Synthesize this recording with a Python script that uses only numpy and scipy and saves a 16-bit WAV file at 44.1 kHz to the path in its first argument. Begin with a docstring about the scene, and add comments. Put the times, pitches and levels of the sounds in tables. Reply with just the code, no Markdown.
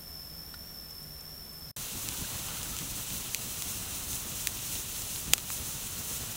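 """A forest, where cicadas drone with pulsing tymbals and a small smoky fire ticks.
After a short silence the fire is close and in full flame: sap steams out of a green bamboo tube
with a surging hiss, gusts make the flames flutter, fibres crackle and pockets of sap burst in pops.
The loudest pop overloads the microphone."""
import sys
import numpy as np
from scipy import signal
from scipy.fft import rfft, irfft, next_fast_len
from scipy.io import wavfile
from scipy.ndimage import uniform_filter1d

SR = 44100
rng = np.random.default_rng(int(sys.argv[2]) if len(sys.argv) > 2 else 0)


def dump_mix(stems):
    """Bounce the given channels to the path in sys.argv[1] as a 16-bit WAV at rate SR."""
    frames = np.atleast_2d(stems).T  # one column per channel
    limited = np.clip(frames, -1, 1)  # hard clip at full scale
    pcm = np.round(limited * 32767).astype(np.int16)
    wavfile.write(sys.argv[1], SR, pcm)


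N = 280476
TIME = np.arange(N) / SR
FOREST_END_S, FIRE_START_S = 1.714, 1.763


def gain_of(db):
    """Decibels to amplitude."""
    return 10 ** (np.asarray(db) / 20)


def unit_rms(x):
    """Scales to rms 1."""
    return x / np.sqrt(np.mean(x ** 2) + 1e-20)


def automation(rows):
    """Joins (time, value) points into a curve at every sample."""
    return np.interp(TIME, *np.transpose(rows))


def eq_gain(eq, hz):
    """Gain of an EQ curve, its points joined on a log-frequency axis."""
    points_hz, db = np.transpose(eq)
    return gain_of(np.interp(np.log(hz + 1), np.log(points_hz + 1), db))


def equalise(x, eq):
    """Runs x through an EQ curve."""
    size = next_fast_len(N + 8192)
    return irfft(rfft(x, size) * eq_gain(eq, np.fft.rfftfreq(size, 1 / SR)), size)[:N]


def coloured(x, eq):
    """Equalises x and brings it to rms 1."""
    return unit_rms(equalise(x, eq))


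def noise(eq):
    """Turbulence with a given colour, at rms 1."""
    return coloured(rng.standard_normal(N), eq)


def wander(rate_hz):
    """Smooth random modulation of rms 1, rolling off above rate_hz."""
    steps = rng.standard_normal(4096)
    hz = np.fft.rfftfreq(4096, N / SR / 4096)
    slow = irfft(rfft(steps) / (1 + (hz / rate_hz) ** 4))
    return unit_rms(np.interp(TIME, np.linspace(0, N / SR, len(slow)), slow))


def swell(peak_s, length_s):
    """A smooth rise from 0 to 1 and back."""
    return np.cos(np.pi * np.clip((TIME - peak_s) / length_s, -.5, .5)) ** 2


def band(x, low_hz, high_hz, order=2):
    """A causal band-pass."""
    sos = signal.butter(order, [low_hz, min(high_hz, .45 * SR)], "band", fs=SR, output="sos")
    return signal.sosfilt(sos, x)


def add(mix, start_s, sound):
    """Drops a sound into the mix."""
    part = mix[max(round(start_s * SR), 0):][:len(sound)]
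    part += sound[:len(part)]


def scatter(t60_s, size=4096):
    """A dying cloud of reflections with energy 1."""
    cloud = rng.standard_normal(size) * gain_of(-60 * np.arange(size) / SR / t60_s)
    return cloud / np.linalg.norm(cloud)


def spike(spectrum):
    """A minimum-phase pulse: nothing sounds before the burst."""
    log_gain = np.log(spectrum + 1e-6)
    return np.fft.ifft(np.exp(np.conj(signal.hilbert(log_gain)))).real


# Bass-heavy bed of forest air: freq_hz, gain_db
AIR_EQ = [(15, -7), (45, 1), (75, 2.5), (100, -4), (128, -11.5), (153, 0.5), (178, -6.5), (200, -5.5),
          (280, -12), (600, -14.5), (1200, -19), (2200, -22.5), (7000, -24), (15500, -21)]
# Sheen of distant insects: freq_hz, gain_db
INSECT_EQ = [(6500, -37), (9300, -12.5), (10600, -15.5), (12400, -5.5), (13300, -5), (15000, -13),
             (17000, -27)]
# Faint far-off drones: pitch_hz, width_hz, level_db
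DRONES = [(1448, 120, -75), (1765, 61, -73), (3410, 120, -73)]


def forest(air_db=-49, insect_db=-52.5, hum_hz=157.5, hum_db=-57):
    """Low air, a thin chorus of insects each on its own pitch, narrow drones and a wavering hum."""
    voices = sum(np.sin(2 * np.pi * hz * TIME) for hz in rng.uniform(8500, 15500, 60))
    chorus = rng.standard_normal(N) + .7 * unit_rms(voices)
    drones = sum(gain_of(db) * unit_rms(band(rng.standard_normal(N), hz - width / 2, hz + width / 2))
                 for hz, width, db in DRONES)
    hum_level = gain_of(hum_db + 1.5 * wander(7.7))
    hum = hum_level * np.sin(2 * np.pi * np.cumsum(hum_hz + 6 * wander(10.9)) / SR)
    return gain_of(air_db) * noise(AIR_EQ) + gain_of(insect_db) * coloured(chorus, INSECT_EQ) + drones + hum


# The cicada's pitch line: time_s, pitch_hz
CICADA_PITCH = [(0, 5330), (.33, 5313), (.6, 5450), (.7, 5480), (.76, 5306), (1.1, 5344), (1.33, 5425),
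                (1.54, 5295), (1.7, 5305)]


def cicada(pulse_hz=78, jitter=0.167, level_db=-47.5, waver_db=.7, usual_hz=5320, db_per_hz=-0.0037):
    """Each tymbal pulse is a short falling tone; the trees blur the train."""
    cycle = np.cumsum(pulse_hz * (1 + jitter * wander(48.7))) / SR % 1
    pitch = automation(CICADA_PITCH)
    chirp_hz = pitch + 420 * (.5 - cycle) + 45 * wander(120)
    pulses = np.sin(np.pi * cycle) ** 2 * gain_of(0.51 * wander(46))
    song = pulses * np.sin(2 * np.pi * np.cumsum(chirp_hz) / SR)
    trees = signal.oaconvolve(song, scatter(.5, size=16384))[:N]
    song = band(song + .7 * trees, 5130, 5570, order=4)
    strain_db = db_per_hz * (pitch - usual_hz)  # softer as it strains above its usual pitch
    return gain_of(level_db + strain_db + waver_db * wander(4.8)) * unit_rms(song)


# Twigs ticking in the heat: start_s, peak_db (before trim), ring_hz
TWIG_TICKS = [(0.5392, -44, 8290), (0.9063, -40, 6400), (1.0274, -38, 9400), (1.206, -41, 7400),
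              (1.5304, -38, 9900), (1.5914, -43, 9280), (1.6841, -41, 4800)]
# Hollow ring of a stick on bamboo: pitch_hz, gain_db, t60_s
STICK_MODES = [(1410, -12, 0.045), (1450, 0.5, 0.042), (1780, -7, 0.05), (2900, -13, 0.035),
               (3990, -4, 0.03), (4600, -7, 0.028)]


def smoulder(tick_trim_db=-2, knock_s=.541, knock_db=-41, scrape_db=-19, bump_s=1.685, bump_db=-41.5):
    """Heated twigs tick, a stick shifts against the bamboo with a knock and scrape; a soft low bump."""
    out, t = np.zeros(N), np.arange(4096) / SR
    for start_s, db, hz in TWIG_TICKS:
        tick = band(scatter(t60_s=0.035), hz * 0.84, hz * 1.2)
        add(out, start_s, gain_of(db + tick_trim_db) * tick / abs(tick).max())
    for hz, db, t60_s in STICK_MODES:
        add(out, knock_s, gain_of(knock_db + db - 60 * t / t60_s) * np.sin(2 * np.pi * hz * t))
    add(out, knock_s, gain_of(scrape_db) * band(scatter(0.033), 2000, 7700))
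    rumble = unit_rms(band(rng.standard_normal(N), 36, 92))
    bump = rumble * np.exp(-((TIME - bump_s) / 0.026) ** 2)
    return out + gain_of(bump_db) * bump


# Low roar of the flames: freq_hz, gain_db
FLAME_EQ = [(12, -24), (28, -2.5), (45, -2), (70, -0.5), (115, -1), (170, -4), (280, -10.5), (450, -20),
            (1200, -40)]
# Flare-ups, each a soft whump: peak_s, rise_db
FLARES = [(1.95, 7.5), (2.08, 4.5), (2.23, 7), (2.73, 4), (3.15, 3.5), (3.48, 5.5), (3.78, 6), (4.89, 4.5),
          (5.3, 10), (5.62, 4.5), (6.12, 3), (6.21, 3)]
# Midrange rush of the draught: freq_hz, gain_db
DRAUGHT_EQ = [(150, -5), (400, -0.5), (700, -1), (1100, 0), (1480, 0), (1600, -5), (1900, -2), (3500, -18)]
# Fader ride on the draught: time_s, level_db
DRAUGHT_LEVEL = [(1.78, -52), (2.55, -49), (2.9, -52.5), (4.25, -51), (4.75, -53), (6.35, -51)]


def flames(level_db=-47.5, flare_s=0.11, billow_db=1.12, flutter_db=2.0, rush_flutter_db=1.16):
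    """Tongues of flame billow, flutter and flare; the same gusts stir the rush of the draught."""
    gusts = wander(29)
    surge_db = sum(db * swell(peak_s, flare_s) for peak_s, db in FLARES) + billow_db * wander(4)
    roar = coloured(rng.standard_normal(N) * gain_of(flutter_db * gusts), FLAME_EQ)
    rush = noise(DRAUGHT_EQ) * gain_of(automation(DRAUGHT_LEVEL) + rush_flutter_db * gusts)
    return roar * gain_of(level_db + surge_db) + rush


# Breathy steam whistles: peak_s, level_db, pitch_hz, length_s
WHISTLES = [(2.172, -57, 1520, .04), (2.247, -43.5, 1410, .03), (2.515, -45, 1390, .035),
            (2.572, -45, 1450, 0.057), (2.66, -48, 1520, .03), (2.745, -47, 1320, 0.058)]


def whistles(waver_hz=75):
    """Steam squeezes through cracks in short wavering tones."""
    drift_hz = waver_hz * wander(90)
    out = np.zeros(N)
    for peak_s, db, hz, length_s in WHISTLES:
        span = abs(TIME - peak_s) < length_s / 2
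        tone = np.sin(2 * np.pi * np.cumsum(hz + drift_hz[span]) / SR)
        out[span] += gain_of(db) * np.hanning(span.sum()) * tone
    return out


# Bright hiss of the steam jet: freq_hz, gain_db
JET_EQ = [(3500, -21), (5200, -5.5), (6200, 1.5), (7000, -.5), (7700, .5), (8200, -2), (9300, -1),
          (10200, 0.5), (10800, -6.5), (11700, -4), (12100, -7), (13400, -2), (15700, -0.5), (16200, -27)]
# Sizzle of the sap: freq_hz, gain_db
SAP_EQ = [(900, -9), (1900, -12), (2700, 0), (3000, 0), (3300, -0.5), (4200, .5), (4450, -4), (5500, -6),
          (9000, -35.5)]
# Spurts swelling over the steady jet: peak_s, rise_db, length_s
SPURTS = [(2.19, 1.5, 0.16), (3.08, 2.2, 0.38), (3.732, 3.5, 0.17), (3.953, 2, .14), (4.146, 4.5, .14),
          (4.43, 2.5, 0.15), (4.737, 3.8, .28), (4.972, 3, 0.14), (5.13, 2, .18), (5.542, 4, 0.21),
          (5.696, 2.5, 0.16), (6.14, 3.3, 0.21)]


def steam(jet_db=-40, sputter_db=0.58, sizzle_db=-45.8, drying_db_per_s=-0.23, bubbles_per_s=900):
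    """Steam jets from the wet wood in spurts; tiny bubbles burst in the sap as it slowly dries."""
    pressure_db = sum(db * swell(peak_s, length_s) for peak_s, db, length_s in SPURTS) + 0.79 * wander(17)
    jet = noise(JET_EQ) * gain_of(jet_db + pressure_db + sputter_db * wander(33))
    bubbles = (rng.random(N) < bubbles_per_s / SR) * rng.standard_normal(N)
    bubbles *= gain_of(4.8 * np.minimum(rng.exponential(1, N), 4))  # a few stand out
    sizzle = coloured(rng.standard_normal(N) + 0.39 * unit_rms(bubbles), SAP_EQ)
    sap_db = sizzle_db + drying_db_per_s * (TIME - FIRE_START_S)
    sap_db += 0.22 * pressure_db + .5 * wander(4.7)  # the sizzle loosely follows the jet
    return jet + sizzle * gain_of(sap_db)


def lull(start_s=5.34, length_s=0.143, depth_db=-3):
    """A brief dip for the hiss, placed just after the loudest pop."""
    gate = 1. * ((TIME > start_s) & (TIME < start_s + length_s))
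    return gain_of(depth_db * uniform_filter1d(gate, size=600))


def crackle(snaps_per_s=7, level_db=-29, spread_db=3):
    """Small fibres snap at random, in one dull layer and one bright."""
    out = np.zeros(N)
    for low_hz, high_hz in [(2400, 7900), (5500, 18000)]:
        triggers = rng.random(N) < snaps_per_s / SR
        snaps = triggers * gain_of(level_db + spread_db * np.minimum(rng.exponential(1, N), 3))
        out += band(signal.oaconvolve(snaps, scatter(.005))[:N], low_hz, high_hz)
    return out


# A pop's sharp snap, low thud and woody body: freq_hz, gain_db
SNAP_EQ = [(200, -63), (1200, -28), (2200, -1.5), (3300, 4), (5200, 3), (7700, 6), (9200, 3), (12000, -1),
           (15500, -1), (20000, -6)]
THUD_EQ = [(100, -36), (350, -10), (800, 4), (1350, 7.5), (1900, -9), (2600, -11), (5000, -35)]
WOOD_EQ = [(900, -39), (1800, 0), (2600, 5.5), (3600, -10), (6000, -11)]
# Sap pops, layer faders before trim and EQ: start_s, snap_db, thud_db, wood_db, logs_send_db
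SAP_POPS = [(2.087, -12.5, -56, -40, -9), (2.4847, -24, -44, -44, -6), (2.6295, -18, -50, -45, -6),
            (2.7654, -19, -48, -48, -6), (2.7873, -18, -54, -49, -6), (3.3456, -7.5, -51, -28.5, -7),
            (3.6211, -13.5, -46, -37, -12), (4.13, -19.5, -63, -53, -4), (4.4709, -6, -51, -24.5, -5),
            (5.019, -21, -53, -49, -6), (5.3341, 11.5, -22.5, -31, -12.5), (5.3796, -16, -41.5, -37, -8),
            (5.502, -21, -40, -34.5, -4)]


def pops(snap_trim_db=4, thud_trim_db=29, wood_trim_db=25, ground_gain=0.15, tail_db=-15):
    """A sap pocket bursts: its spike arrives directly, off the ground, then scattered by the logs."""
    hz = abs(np.fft.fftfreq(2048, 1 / SR))
    direct = signal.unit_impulse(13)  # the ground bounce is 0.3 ms behind
    out = np.zeros(N)
    for start_s, snap_db, thud_db, wood_db, logs_send_db in SAP_POPS:
        snap = gain_of(snap_db + snap_trim_db) * eq_gain(SNAP_EQ, hz)
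        thud = gain_of(thud_db + thud_trim_db) * eq_gain(THUD_EQ, hz)
        wood = gain_of(wood_db + wood_trim_db) * eq_gain(WOOD_EQ, hz)
        burst = spike(np.sqrt(snap ** 2 + thud ** 2 + wood ** 2))
        echoes = gain_of(logs_send_db) * scatter(.003) + gain_of(tail_db) * scatter(.02)
        echoes[0] += ground_gain
        add(out, start_s + .0013, signal.fftconvolve(np.concatenate([direct, echoes]), burst))
    return out


# Stereo width of the forest bed, and a faint side signal under the fire: freq_hz, side_gain_db
FOREST_WIDTH = [(60, -32), (200, -24), (380, -14), (1290, -12), (2380, -10), (8120, -10.5), (15000, -21)]
FLAME_WIDTH = [(60, -44), (110, -51), (200, -35.5), (380, -24.5), (700, -22.5), (1290, -42.5), (2380, -52),
               (15000, -37)]


def scene():
    """The forest, a moment of silence, then the fire up close; the forest bed has width, the fire a faint side
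    signal."""
    far = np.interp(TIME, [FOREST_END_S, FOREST_END_S + .001, FIRE_START_S], [1, .02, 0])
    near = np.clip((TIME - FIRE_START_S) / .001, 0, 1)
    ambience = cicada() + forest() + smoulder()
    fire = lull() * steam() + flames() + whistles() + crackle()
    mid = far * ambience + near * fire + pops()
    side = far * equalise(forest(), FOREST_WIDTH) + near * equalise(flames(), FLAME_WIDTH)
    return np.array([mid + side, mid - side])


def record(dry, ceiling=1.6, cutoff_hz=15950):
    """The input stage clips the loudest pop; a steep low-pass takes off the very top."""
    clipped = np.clip(dry, -ceiling, ceiling)
    low_pass = signal.firwin(511, cutoff_hz, window=("kaiser", 9), fs=SR)
    return signal.oaconvolve(clipped, low_pass[None], "same", axes=1)


dry = scene()
out = record(dry)
dump_mix(out)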